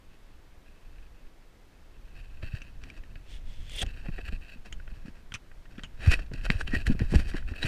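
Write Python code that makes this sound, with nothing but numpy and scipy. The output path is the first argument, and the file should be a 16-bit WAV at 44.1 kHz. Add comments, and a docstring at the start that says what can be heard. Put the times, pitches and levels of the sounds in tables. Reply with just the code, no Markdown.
"""Fingers handle a small camera: heavy bumps, sharp clicks and firm scrapes travel through its body
to the microphone. At first they only creep over the plastic case and make it tick. Then wet lips
close on the case and pull off with a squelch, and later the grip shifts with the loudest knocks.
Behind it all is the hiss and rumble of a light breeze outdoors."""
import sys
import numpy as np
from scipy import signal
from scipy.fft import rfft, irfft, next_fast_len
from scipy.io import wavfile
from scipy.ndimage import map_coordinates

SR = 44100
rng = np.random.default_rng(int(sys.argv[2]) if len(sys.argv) > 2 else 0)


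def generate_wav(signal):
    """Clip the signal to [-1, 1] and save it as 16-bit WAV at the path in sys.argv[1]."""
    frames = np.transpose(np.atleast_2d(signal))
    scaled = np.clip(frames, -1, 1) * 32767
    pcm = np.round(scaled).astype(np.int16)
    wavfile.write(sys.argv[1], SR, pcm)


N = 338247

# Soft blows on the camera body: peak_s, level_db, pitch_hz, tap_db (relative to the blow)
BODY_BLOWS = [(2.437, -24.5, 73, -22.5), (2.542, -24.5, 103, -35), (3.837, -25, 72.6, -13.5),
              (3.869, -26, 44.7, -20), (4.09, -24, 159, -12.5), (4.191, -46, 188, 0),
              (4.292, -27.5, 57.5, -21.5), (4.328, -35.5, 167, -7), (4.561, -41.5, 221, -15),
              (4.922, -42, 174, -19), (5.055, -36, 181, -28), (5.084, -35.5, 230, -18),
              (5.784, -36, 237, -13), (6.081, -6.5, 80, -33.5), (6.317, -36, 173, -4),
              (6.34, -30.5, 128, -9), (6.502, -19, 154, -8.5), (6.556, -20.5, 68, -42),
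              (6.683, -37.5, 191, -5), (6.738, -19.5, 245, -12.5), (6.767, -20.5, 72, -20),
              (6.88, -16, 62.4, -20.5), (6.901, -13.5, 200, -22), (6.909, -18.5, 185, -16),
              (6.92, -23.5, 214, -25), (6.951, -28, 161, -12), (7.009, -23, 230, -19),
              (7.019, -16, 104, -15), (7.038, -23.5, 71, -19.5), (7.126, -20.5, 168, -13),
              (7.138, -25, 290, 4.5), (7.149, -15.5, 167, -13.5), (7.162, -7, 61.4, -27),
              (7.194, -27.5, 216, -17), (7.346, -25.5, 216, -0.5), (7.519, -26.5, 72.5, -14.5),
              (7.64, -31, 257, 1), (7.65, -22, 125, -18)]
# Pitches at which the plastic case rings: pitch_hz, width_hz, boost_db
CASE_RINGS = [(660, 210, 6), (1670, 600, 8), (1900, 146, 6), (2555, 350, 10), (3142, 140, 8),
              (3530, 80, 2.5), (3710, 160, 0), (4830, 390, 1.5), (5320, 400, 4.5), (5800, 290, 4),
              (7700, 300, 5), (8500, 490, 6), (12700, 580, 6)]
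# How restless the hold is, as slow pressure on the case: time_s, level_db
RESTLESSNESS = [(0.0, -56), (0.7, -55), (1.0, -49.5), (1.71, -58.5), (2.41, -42.5), (2.78, -48.5),
                (4.21, -39), (4.57, -47), (4.89, -42), (5.26, -52.5), (5.81, -51), (6.15, -42),
                (6.96, -33.5), (7.67, -44.5)]


def amp(db):
    """Turn decibels into a gain to multiply by."""
    return 10 ** (np.asarray(db) / 20)


def unit(x):
    """Scale a signal to an average (rms) level of 1."""
    return x / np.sqrt(np.mean(x ** 2) + 1e-20)


def along(points, hz):
    """Read (pitch_hz, value) points at any pitch, on a logarithmic pitch scale."""
    pitches, values = np.transpose(points)
    return np.interp(np.log(hz + 1), np.log(pitches + 1), values)


def curve(points):
    """Join (time_s, value) points with straight lines, one value per sample."""
    times, values = np.transpose(points)
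    return np.interp(np.arange(N) / SR, times, values)


def wobble(rate):
    """A smooth curve through `rate` random values a second."""
    values = rng.standard_normal(int(N * rate / SR) + 4)
    return map_coordinates(values, [np.arange(N) * rate / SR])


def gesture(start_s, length_s, rise_s, fall_s):
    """Fade in, hold at 1, fade out; each rise_s or fall_s changes the level by 20 dB."""
    t = np.arange(N) / SR - start_s
    fade = np.maximum(-t / rise_s, (t - length_s) / fall_s)
    return amp(-20 * np.clip(fade, 0, 10))


def add(track, start_s, sound):
    """Mix a sound into a track."""
    start = max(round(start_s * SR), 0)
    track[start:start + len(sound)] += sound[:max(N - start, 0)]


def coloured(x, tone, rings=(), treble_db=0):
    """Filter x to a tone curve with ringing peaks and extra treble; white noise keeps its level."""
    size = 8192
    hz = np.fft.rfftfreq(size, 1 / SR)
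    db = along(tone, hz) + treble_db * along([(2500, 0), (6000, 1)], hz)
    for pitch_hz, width_hz, boost_db in rings:
        db = db + boost_db / (1 + (2 * (hz - pitch_hz) / width_hz) ** 2)
    # Make the filter ring only after a hit, never before it (minimum phase).
    cepstrum = irfft(np.log(amp(db)))
    cepstrum[1:size // 2] *= 2
    cepstrum[size // 2 + 1:] = 0
    response = irfft(np.exp(rfft(cepstrum)))
    return signal.fftconvolve(x, response / np.linalg.norm(response))[:len(x)]


def noise(tone):
    """Steady noise of level 1, shaped by a tone curve."""
    gains = amp(along(tone, np.fft.rfftfreq(N, 1 / SR)))
    return unit(irfft(rfft(rng.standard_normal(N)) * gains, N))


def slips(length, rate, spread_db, hiss):
    """Sticking and slipping: about `rate` tiny, uneven ticks a second over a smooth hiss."""
    sizes = amp(spread_db * np.clip(rng.standard_normal(length), -2, 2))
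    signs = rng.choice([-1, 1], length)
    slipping = rng.random(length) < rate / SR
    return unit(unit(sizes * signs * slipping) + hiss * rng.standard_normal(length))


def crack(decay_s, snap):
    """A burst of noise: a sharp snap, and a tail that fades by 60 dB in decay_s."""
    t = np.arange(SR // 10) / SR
    tail = amp(-60 * t / max(decay_s, .003))
    return rng.standard_normal(len(t)) * (tail + snap * np.exp(-t / 0.0011))


def outdoor_air():
    """Even hiss, and a rumble as breeze and hand push on the case; every bump rocks it more."""
    # Tone of the hiss and of the rumble: pitch_hz, level_db
    hiss_tone = [(59, -18), (100, -1.5), (140, -5), (300, -6.5), (378, -8), (476, -10), (1060, -15),
                 (2270, -18), (2630, -24.5), (2990, -20.5), (12000, -35), (13600, -32.5), (15500, -42)]
    rumble_tone = [(5, -3), (14, 2), (28, 0.5), (50, -8), (80, -15), (150, -27), (300, -39.5), (600, -73)]
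    rocking = np.zeros(N)
    for peak_s, level_db, _, _ in BODY_BLOWS:
        rock = amp(level_db - 10) * gesture(peak_s, 0, rise_s=0.035, fall_s=0.12)
        rocking = np.maximum(rocking, rock)
    buffets_db = 2.5 * wobble(16)
    sway = amp(curve(RESTLESSNESS) + 5 + buffets_db)
    return amp(-61.5) * noise(hiss_tone) + np.hypot(sway, rocking) * noise(rumble_tone)


def finger_motion():
    """Resting fingers creep, more in a restless hold; each stroke sets off, glides and stops."""
    # A finger rubs along the case: start_s, length_s, level_db
    strokes = [(0.118, 0.026, -63), (0.654, 0.13, -66.5), (0.814, 0.037, -65), (0.923, 0.048, -68),
               (2.155, 0.05, -56), (2.228, 0.026, -60.5), (2.429, 0.11, -53), (2.551, 0.025, -49),
               (2.61, 0.088, -60), (2.826, 0.16, -58.5), (3.85, 0.058, -53), (3.926, 0.17, -56.5),
               (4.126, 0.085, -52), (4.253, 0.032, -47), (4.32, 0.025, -49.5), (4.418, 0.12, -53),
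               (4.66, 0.016, -55), (4.902, 0.082, -61), (5.065, 0.031, -55.5), (5.144, 0.062, -63.5),
               (5.707, 0.152, -64), (6.016, 0.15, -47), (6.182, 0.048, -52.5), (6.33, 0.21, -54),
               (6.493, 0.075, -51.5), (6.682, 0.14, -46.5), (6.877, 0.05, -48), (6.97, 0.099, -55.5),
               (7.255, 0.046, -51), (7.48, 0.041, -52), (7.56, .07, -45.5), (7.606, .06, -47.5)]
    hold_db = curve(RESTLESSNESS)
    motion = amp(-70.5 + 0.5 * (hold_db - hold_db.mean()) + 2 * wobble(20))
    for start_s, length_s, level_db in strokes:
        stroke = amp(level_db) * gesture(start_s, length_s, rise_s=0.025, fall_s=0.026)
        motion = np.maximum(motion, stroke)
    return motion


def finger_rub():
    """Skin creeps in fits: a light touch rings the case high, a firm one lower and with a judder."""
    # How hard the fingers press: time_s, grip (0 to 1)
    pressure = [(0, 0.14), (2.5, 0.09), (2.9, 0.51), (4.15, 0.11), (4.5, 0.03), (4.7, 0.46), (5.9, 1),
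                (6.1, 0.44), (7.67, 0.32)]
    # Tone of a light rub, a firm rub and the low judder: pitch_hz, level_db
    light_tone = [(100, -17), (300, -9), (600, -8), (1050, -24), (1600, -1.5), (2150, -13), (2650, 3.5),
                  (3300, -12), (4400, -13.5), (5500, -27.5), (7500, -26), (11000, -29), (15000, -30)]
    firm_tone = [(100, -11), (300, 9), (600, 0), (1000, -3.5), (1600, 3), (2150, -5.5), (2800, -2),
                 (4000, -12), (5500, -12.5), (7500, -20), (11000, -25.5), (15000, -38)]
    judder_tone = [(40, -7.5), (80, 3.5), (130, -6), (260, -8.5), (400, -17.5), (700, -24.5), (1500, -72)]
    motion = finger_motion()
    grip = np.clip(curve(pressure), 0, 1)
    rub = np.zeros(N)
    for share, tone in [(1 - grip, light_tone), (grip, firm_tone)]:
        creep = unit(slips(N, rate=700, spread_db=4.5, hiss=0.33) * amp(3.2 * wobble(70)))
        rub += coloured(motion * creep * np.sqrt(share), tone, CASE_RINGS)
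    judder = unit(noise(judder_tone) * amp(4.1 * wobble(30)))
    return rub + amp(10.5) * grip * motion * judder


def lip_squelch():
    """A wet film fizzes between lips and case, whistles as suction grows and spatters as it tears."""
    # Wet lips slide on the case: start_s, length_s, level_db
    slides = [(3.307, 0.048, -54.5), (3.478, 0.35, -59)]
    # Tone of the film, the gap between the lips and the droplets: pitch_hz, level_db
    fizz_tone = [(200, -13), (550, -4), (1200, -24), (1900, -3.5), (2600, -3.5), (3400, -2), (4300, -9.5),
                 (6000, -12.5), (9000, -18), (11500, -39), (13000, -22), (15500, -39)]
    whistle_tone = [(2000, -61), (2750, -11), (3200, -4), (3500, 0), (3900, -25), (5000, -42)]
    spatter_tone = [(400, 13.5), (1500, -3), (3000, 1), (5000, -9), (7000, 3), (9200, 13.5), (11500, -4),
                    (13000, -1), (15500, -24)]
    pull_s, pull_db = 3.795, -40  # the lips pull off
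    suction = gesture(pull_s, length_s=0.033, rise_s=0.15, fall_s=0.015)
    for start_s, length_s, level_db in slides:
        slide = amp(level_db - pull_db) * gesture(start_s, length_s, rise_s=0.068, fall_s=0.068)
        suction = np.maximum(suction, slide)
    level = amp(pull_db) * suction
    fizz = coloured(amp(-2) * level * slips(N, rate=2500, spread_db=6, hiss=0.49), fizz_tone)
    whistle = amp(2.5) * level * suction ** 0.51 * coloured(rng.standard_normal(N), whistle_tone)
    drops = slips(N, rate=320, spread_db=5, hiss=0.25)
    spatter = coloured(amp(-5) * level * suction * drops, spatter_tone)
    return fizz + whistle + spatter


def lip_smacks():
    """A wet film snaps and rings two hollows of the mouth."""
    # Smacks of lips and tongue: start_s, peak_db, pitch_hz, treble_db, decay_s
    smacks = [(2.618, -32.5, 2680, -8, 0.046), (2.8372, -36, 2520, -4.5, 0.023),
              (2.901, -35, 2450, -6, 0.014), (3.696, -37, 3200, 5, .015), (3.716, -48, 3180, 11, .015),
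              (3.817, -20, 3440, 3, 0.036), (3.824, -24.5, 3630, 21, 0.017), (3.864, -33, 3000, -3, 0.025),
              (4.7257, -29.5, 2990, 0, 0.045), (5.3207, -28.5, 1380, -6, 0.04),
              (5.34, -26.5, 2570, 0.5, 0.068), (5.35, -28.5, 2530, -3.5, 0.025),
              (5.3555, -31, 1330, -7, 0.047), (5.7811, -38.5, 1630, -8, 0.09),
              (5.8349, -30, 2960, -9.5, 0.073)]
    # Tone of the snapping film: pitch_hz, level_db
    wet_tone = [(150, 11), (700, -14.5), (1500, -2), (3000, -2), (4300, -9.5), (6500, -10), (9000, -15.5),
                (12000, -28), (15000, -44)]
    out = np.zeros(N)
    for start_s, peak_db, low_hz, treble_db, decay_s in smacks:
        high_hz = 2.27 * low_hz
        hollows = [(low_hz, 0.19 * low_hz, 14), (high_hz, 0.16 * high_hz, 11)]
        smack = coloured(crack(decay_s, snap=0.97), wet_tone, hollows, treble_db)
        add(out, start_s, amp(peak_db) * smack / np.abs(smack).max())
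    return out


def gripped_rings():
    """Each new hold damps some rings of the case, frees others and shifts their pitch a little."""
    return [(pitch_hz * rng.normal(1, 0.01), width_hz, boost_db + rng.normal(0, 1.2))
            for pitch_hz, width_hz, boost_db in CASE_RINGS]


def thin_walls(x, decay_s, ring_db):
    """The thin walls of the case add a short, dense, high ring to x."""
    t = np.arange(SR // 10) / SR
    burst = rng.standard_normal(len(t)) * amp(-60 * t / decay_s)
    ring = coloured(burst, tone=[(2200, -37), (3800, 2.5), (15000, -1.5)])
    return x + amp(ring_db) * signal.fftconvolve(x, ring / np.linalg.norm(ring))[:N]


def skin_scrapes():
    """Skin sticks and slips on the case: finger slides, and one low squeak as the lips pull off."""
    # Quick scrapes: peak_s, level_db, treble_db, rise_s, fall_s, squeak_hz, squeak_db
    scrapes = [(2.433, -40, -11, 0.012, 0.01, 800, -2), (3.829, -31, 3, 0.013, 0.0058, 790, 14),
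               (4.066, -45, -12, 0.032, 0.0077, 840, 14), (4.187, -40, -15, 0.0087, 0.023, 676, 5),
               (6.047, -39.5, -6.5, 0.057, 0.025, 2570, 0), (6.068, -33.5, -5, 0.025, 0.053, 1700, 5),
               (6.116, -23.5, 0.5, 0.014, 0.026, 2480, 7.5), (6.138, -24.5, -4, 0.048, 0.019, 2560, 10.5),
               (6.453, -31.5, 0, 0.016, 0.015, 1490, 3), (6.508, -38.5, -4, 0.0046, 0.067, 2270, -2),
               (6.612, -38.5, 1, 0.041, 0.019, 1510, 4), (6.679, -33, -6, 0.011, 0.0066, 3080, 13),
               (6.753, -24, -4.5, 0.03, 0.011, 1856, 18), (6.87, -30.5, 1, 0.011, 0.015, 2930, 4.5),
               (6.922, -41, -5, 0.018, 0.014, 1440, 6), (7.019, -42, -5, 0.026, 0.019, 1900, 2),
               (7.122, -42, 0.5, 0.044, 0.028, 1850, 3), (7.138, -34, -14, 0.0025, 0.02, 850, 21),
               (7.157, -29.5, -0.5, 0.021, 0.0091, 1460, 1), (7.197, -38, -1.5, 0.056, 0.047, 1620, -1.5),
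               (7.293, -44, 3, 0.03, 0.039, 1800, 2), (7.367, -38, -5.5, 0.035, 0.044, 2610, -2),
               (7.631, -30.5, -4, 0.014, 0.016, 3980, 14), (7.658, -32.5, 0.5, 0.031, 0.051, 2640, 11)]
    # Tone of a scrape before the case rings: pitch_hz, level_db
    scrape_tone = [(100, 0.5), (300, 7.5), (600, 1.5), (1000, -7.5), (1600, 1), (2150, -4), (2800, 0),
                   (4000, -9.5), (5500, -12.5), (7500, -17.5), (11000, -18.5), (15000, -40)]
    out = np.zeros(N)
    t = np.arange(-SR // 4, SR // 4) / SR
    for peak_s, level_db, treble_db, rise_s, fall_s, squeak_hz, squeak_db in scrapes:
        swell = amp(level_db - 20 * np.maximum(-t / rise_s, t / fall_s))
        friction = slips(len(t), rate=1100, spread_db=-0.5, hiss=0.27)
        squeak = (squeak_hz, 0.15 * squeak_hz, squeak_db)
        # Low squeaks come from soft flesh and sound fuller.
        flesh = (380, 600, 6 * np.log2(1490 / squeak_hz))
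        rings = gripped_rings() + [squeak, flesh]
        add(out, peak_s + t[0], coloured(friction * swell, scrape_tone, rings, treble_db))
    return out


def case_clicks():
    """Each contact cracks through the case, with a ring that depends on where it lands."""
    # Ticks and knocks: start_s, peak_db, pitch_hz, treble_db
    clicks = [(.983, -49.5, 2600, -12), (3.0362, -44.5, 1720, -9), (3.156, -41.5, 2630, -12),
              (3.8318, -34.5, 1780, -10), (4.0842, -38.5, 1840, -34), (4.182, -34, 1740, -18),
              (4.286, -31.5, 2660, -5), (4.799, -40.5, 1480, -23), (4.8765, -40, 1480, -28),
              (5.514, -45.5, 1670, -39), (5.655, -46, 1910, -15), (5.793, -34.5, 1300, -14),
              (6.1912, -32, 1520, -29), (6.263, -49.5, 1800, -1), (6.315, -45, 1710, -20),
              (6.336, -33.5, 2700, 6.5), (6.4635, -25.5, 1500, -27), (6.502, -10, 2210, -10.5),
              (6.6112, -21.5, 1660, -15), (6.676, -28, 3140, -1), (6.8673, -19, 2300, -13),
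              (6.993, -28.5, 1570, 1), (7.001, -31.5, 1710, -24), (7.315, -35.5, 1590, -23),
              (7.337, -35, 1820, -3), (7.4255, -43, 1740, -27), (7.487, -36, 2610, -17),
              (7.5362, -36, 1720, -22), (7.627, -26, 1690, -4)]
    # Tone of a tick before the case rings: pitch_hz, level_db
    tick_tone = [(150, 1), (600, -4), (1000, -6.5), (1500, 0), (2200, -5.5), (2800, -3), (4200, -9.5),
                 (7000, -20.5), (11000, -29), (15000, -41)]
    chatter_s, hard_db = 0.034, -27  # a tick this hard dies twice as fast as a very light one
    out = np.zeros(N)
    for start_s, peak_db, pitch_hz, treble_db in clicks:
        decay_s = chatter_s / (1 + amp(peak_db - hard_db))
        burst = crack(decay_s, snap=0.59)
        rings = gripped_rings() + [(pitch_hz, 0.3 * pitch_hz, 6)]
        click = coloured(burst, tick_tone, rings, treble_db)
        add(out, start_s, amp(peak_db) * click / np.abs(click).max())
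    return out


def body_bumps():
    """A fingertip lands: the camera body heaves for a swing or two, with a dull tap on top."""
    # Tone of a fingertip's tap: pitch_hz, level_db
    tap_tone = [(80, -11), (250, 5.5), (450, -4), (750, -16), (1300, -24.5), (4000, -56)]
    out = np.zeros(N)
    t = np.arange(SR // 6) / SR
    for peak_s, level_db, pitch_hz, tap_db in BODY_BLOWS:
        swings_to_peak = 0.872 * (pitch_hz / 171) ** 0.43  # higher blows swing more often
        rise_s = swings_to_peak / pitch_hz
        swell = (t / rise_s * np.exp(1 - t / rise_s)) ** 3
        heave = -np.cos(2 * np.pi * pitch_hz * (t - rise_s)) * swell
        tap = coloured(rng.standard_normal(len(t)) * swell, tap_tone)
        add(out, peak_s - rise_s, amp(level_db) * (heave + amp(tap_db) * tap))
    return out


def scene():
    """Everything reaches the one microphone directly, with no room echo."""
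    touches = finger_rub() + skin_scrapes() + case_clicks()
    case = thin_walls(touches, decay_s=0.015, ring_db=0.5)
    return (outdoor_air() + case + lip_squelch() + lip_smacks() + body_bumps())[None]


def record(dry):
    """The camera keeps nothing above its highest pitch."""
    top_hz = 15400
    size = next_fast_len(N + SR // 2)
    kept = np.fft.rfftfreq(size, 1 / SR) < top_hz
    return irfft(rfft(dry, size) * kept, size)[:, :N]


dry = scene()
out = record(dry)
generate_wav(out)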